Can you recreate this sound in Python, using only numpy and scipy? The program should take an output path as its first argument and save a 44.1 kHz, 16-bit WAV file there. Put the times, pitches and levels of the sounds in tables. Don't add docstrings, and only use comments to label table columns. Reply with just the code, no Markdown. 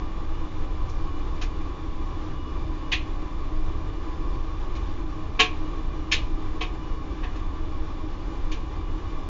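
import sys
import numpy as np
from scipy import signal
from scipy.fft import rfft, irfft
from scipy.io import wavfile
from scipy.ndimage import uniform_filter1d

SR = 44100
rng = np.random.default_rng(int(sys.argv[2]) if len(sys.argv) > 2 else 0)


def unload_wav(signal):
    wavfile.write(
        sys.argv[1],
        SR,
        np.round(np.clip(np.atleast_2d(signal).T, -1, 1) * 32767).astype(np.int16),
    )


N = 409668


def from_db(db):
    return 10 ** (np.asarray(db) / 20)


def at_hz(points, hz):
    points = np.array(points)
    return np.interp(np.log(hz + 1e-3), np.log(points[:, 0]), points[:, 1])


def in_time(rows):
    return np.interp(np.arange(N) / SR, *np.transpose(rows))


def bins(size):
    return np.arange(size // 2 + 1) * SR / size


def noise(gain, size):
    white = rng.standard_normal(size)
    return irfft(rfft(white) * gain, size) * np.sqrt(SR / 2)


def drift(rate_hz):
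    slow = noise(1 / (1 + (bins(N) / rate_hz) ** 2), N)
    return slow / np.std(slow)


def resonance(hz, centre, width, db):
    return from_db(db) / (1 + ((hz - centre) / width) ** 2) ** 2


def uneven(hz, spacing_hz, ripple_db, count=12):
    ripple = np.interp(hz / max(spacing_hz, 12), np.arange(SR), rng.standard_normal(SR))
    gain = from_db(ripple_db * ripple)
    run_bins = int(count * spacing_hz / hz[1])
    return gain / np.sqrt(uniform_filter1d(gain ** 2, size=run_bins))


# f/Hz, level/dB per Hz
PIPE_SPECTRUM = [(6, -61.5), (14, -38), (31, -43.5), (42, -48.5), (65, -51.5), (88, -55), (106, -68.5),
                 (185, -67.5), (212, -73.5), (400, -116.5)]


def pipe_rumble():
    return noise(from_db(at_hz(PIPE_SPECTRUM, bins(N))), N)


# f/Hz, relative level/dB per Hz
RUSH_SPECTRUM = [(150, -78), (360, -69), (520, -75.5), (690, -80), (830, -72.5), (960, -76.5),
                 (1230, -76.5), (1440, -84), (1600, -82), (2000, -85.5), (2700, -88), (3700, -90),
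                 (4800, -95.5), (7000, -100.5)]


def water_rush(flow_db=-1.2, churn_db=0.85, churn_hz=7.7):
    hz = bins(N)
    standing_waves = uneven(hz, 30, np.interp(hz, [3000, 5000], [1.6, 2.6]))
    rush = noise(from_db(at_hz(RUSH_SPECTRUM, hz) + flow_db) * standing_waves, N)
    return rush * from_db(churn_db * drift(churn_hz))


# f/Hz, width/Hz, peak level/dB per Hz
HOUSING_RESONANCES = [(118.7, 15, -62), (152.8, 9.1, -65), (251.7, 14, -65.5), (281, 11, -60.5),
                      (334, 18, -63.5), (356.5, 10, -67.5), (397.6, 14, -67.5), (441.4, 16, -71.5),
                      (511, 8.1, -73), (624, 14, -72), (735, 9, -73), (778, 18, -74), (1003.7, 16.7, -65),
                      (1094.7, 23.8, -66), (1166, 42, -70), (2378, 97, -83), (3476, 220, -89)]


def housing_drone(surge_db=0.97, surge_hz=5.9):
    hz = bins(N)
    response = sum(resonance(hz, *row) for row in HOUSING_RESONANCES)
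    return noise(response, N) * from_db(surge_db * drift(surge_hz))


# multiple of the shaft speed, typical rms level/dB
SHAFT_TONES = [(2, -48), (8, -62), (12, -62), (24, -63)]
# multiple of the mains frequency, typical rms level/dB
MAINS_TONES = [(6, -60.5), (8, -65.5), (12, -70.5), (24, -63)]
# mean f/Hz, typical rms level/dB
WHISTLE_TONES = [(157, -58), (325, -57), (1398, -73), (2907, -67), (3596, -72), (4533, -77), (4694, -81),
                 (5050, -80), (5179, -79), (5701, -79)]
SHAFT_HZ, MAINS_HZ = 46.08, 50


def motor(waver_db=3.5, waver_hz=5.4, wander=0.0007, load_hz=3):
    t = np.arange(N) / SR
    out = np.zeros(N)
    whistle_time = t + wander * np.cumsum(drift(load_hz)) / SR
    tones = [(order * SHAFT_HZ * t, db) for order, db in SHAFT_TONES]
    tones += [(order * MAINS_HZ * t, db) for order, db in MAINS_TONES]
    tones += [(hz * whistle_time, db) for hz, db in WHISTLE_TONES]
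    for cycles, db in tones:
        amplitude = np.sqrt(2) * from_db(db + waver_db * drift(waver_hz))
        out += amplitude * np.sin(2 * np.pi * (cycles + rng.random()))
    return out


# f/Hz, width/Hz, peak level/dB per Hz before the slow level
HUM_RESONANCE = (312.5, 11, -55)
# t/s, relative level/dB
HUM_CURVE = [(0, -1.5), (0.6, 0.5), (1.2, -1.5), (2.6, 0.5), (4.65, -2.0), (5.1, 0), (5.7, 2), (7.05, 1.5),
             (8.2, 0), (8.6, 2.5), (9.29, -2.5)]


def hum(throb_db=1.5, throb_hz=3.6):
    flutter = noise(resonance(bins(N), *HUM_RESONANCE), N)
    running_rms = np.sqrt(uniform_filter1d(flutter ** 2, size=SR // 3))
    level = from_db(in_time(HUM_CURVE) + throb_db * drift(throb_hz))
    return flutter * np.std(flutter) / running_rms * level


# f/Hz, relative level/dB per Hz
DENSE_SPECTRUM = [(150, -10), (330, -3), (570, -14.5), (1100, -0.5), (1450, -9), (1780, -1.5), (2050, -2.5),
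                  (2450, 1.5), (3350, -3), (4100, -6.5), (4900, -13), (6400, -14), (7300, -23)]


def clatter(t, low_db, knock_db, treble_db, dense_db=-32.5, hollow_db=7, bright_db=11,
            hold=0.017, t60=0.18, treble_t60=0.15, tail_db=-24, tail_t60=0.63):
    hz = bins(len(t))
    top = np.interp(hz, [3300, 5000], [0, 1])
    register_db = np.interp(hz, [1250, 1750, 2300], [low_db, knock_db + hollow_db, 0])
    register_db = register_db + top * (treble_db + bright_db)
    mode_pattern = uneven(hz, 35, 4.5)
    colour = from_db(at_hz(DENSE_SPECTRUM, hz) + dense_db + register_db) * mode_pattern
    late = np.maximum(t - hold, 0)
    middle = noise(colour * np.sqrt(1 - top), len(t)) * np.exp(-np.log(1000) * late / t60)
    treble = noise(colour * np.sqrt(top), len(t)) * np.exp(-np.log(1000) * late / treble_t60)
    tail = noise(colour, len(t)) * from_db(tail_db) * np.exp(-np.log(1000) * t / tail_t60)
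    return middle + treble + tail


# f/Hz, relative level/dB, 60 dB decay time t60/s
METAL_MODES = [(439, -4, .25), (468, -4, .18), (730, -3, .28), (1099, -1, .27), (1592, -14, .22),
               (1664, -15, .22), (1774, -15, .2), (2059, -11, .17), (2338, -7.5, .25), (2511, -2.5, .22),
               (2633, -12, .18), (2664, -13, .18), (2714, -6, .17), (2964, -8.5, .15), (3090, -13, .17),
               (3170, -10, .17), (3451, -14, .16), (3691, -13, .16)]


def ringing(t, low_db, scatter_db=1.0):
    hz, db, t60 = np.array(METAL_MODES).T[:, :, None]
    depth_db = low_db * np.interp(hz, [1200, 1600], [1, 0])
    strength = from_db(db + depth_db + scatter_db * rng.standard_normal(hz.shape))
    waves = np.sin(2 * np.pi * (hz * t + rng.random(hz.shape)))
    decay = np.exp(-np.log(1000) * t / t60)
    return np.sum(strength * decay * waves, axis=0)


# deep register/dB, knock register/dB, treble/dB, ringing modes/dB
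SLIPS = [(0.888, -60.5, 3, -15.2, 8, -6), (1.414, -38.5, 4, -2, -4, -6),
         (2.919, -20, -12, -11.5, -15.5, -13), (4.752, -46.5, -4.8, -7, -6.5, -2),
         (5.395, -14, -5.5, -12, -13, 0.5), (6.117, -18.5, -13, -10, -8.5, -6.5),
         (6.610, -29, -2.5, -14, -15.5, -.5), (7.233, -43, 5, 8, -16, -3), (7.355, -51, -7, -3, -7.5, 0),
         (8.516, -39, -10, -12, -7, 0)]


def ticks(build_up=0.0066, lead=0.0047):
    t = np.arange(SR // 2) / SR
    out = np.zeros(N + SR)
    rise = 1 - np.exp(-(t / build_up) ** 2)
    for time, db, low_db, knock_db, treble_db, ring_db in SLIPS:
        start = int((time - lead) * SR)
        tick = clatter(t, low_db, knock_db, treble_db) + from_db(ring_db) * ringing(t, low_db)
        out[start:start + len(t)] += from_db(db) * tick * rise
    return out[:N]


def scene():
    water = pipe_rumble() + water_rush() + housing_drone()
    return (water + motor() + hum() + ticks())[None]


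CUTOFF_HZ = 7250


def record(dry):
    low_pass = signal.ellip(12, 0.2, 85, CUTOFF_HZ, fs=SR, output="sos")
    return signal.sosfilt(low_pass, dry)


dry = scene()
out = record(dry)
unload_wav(out)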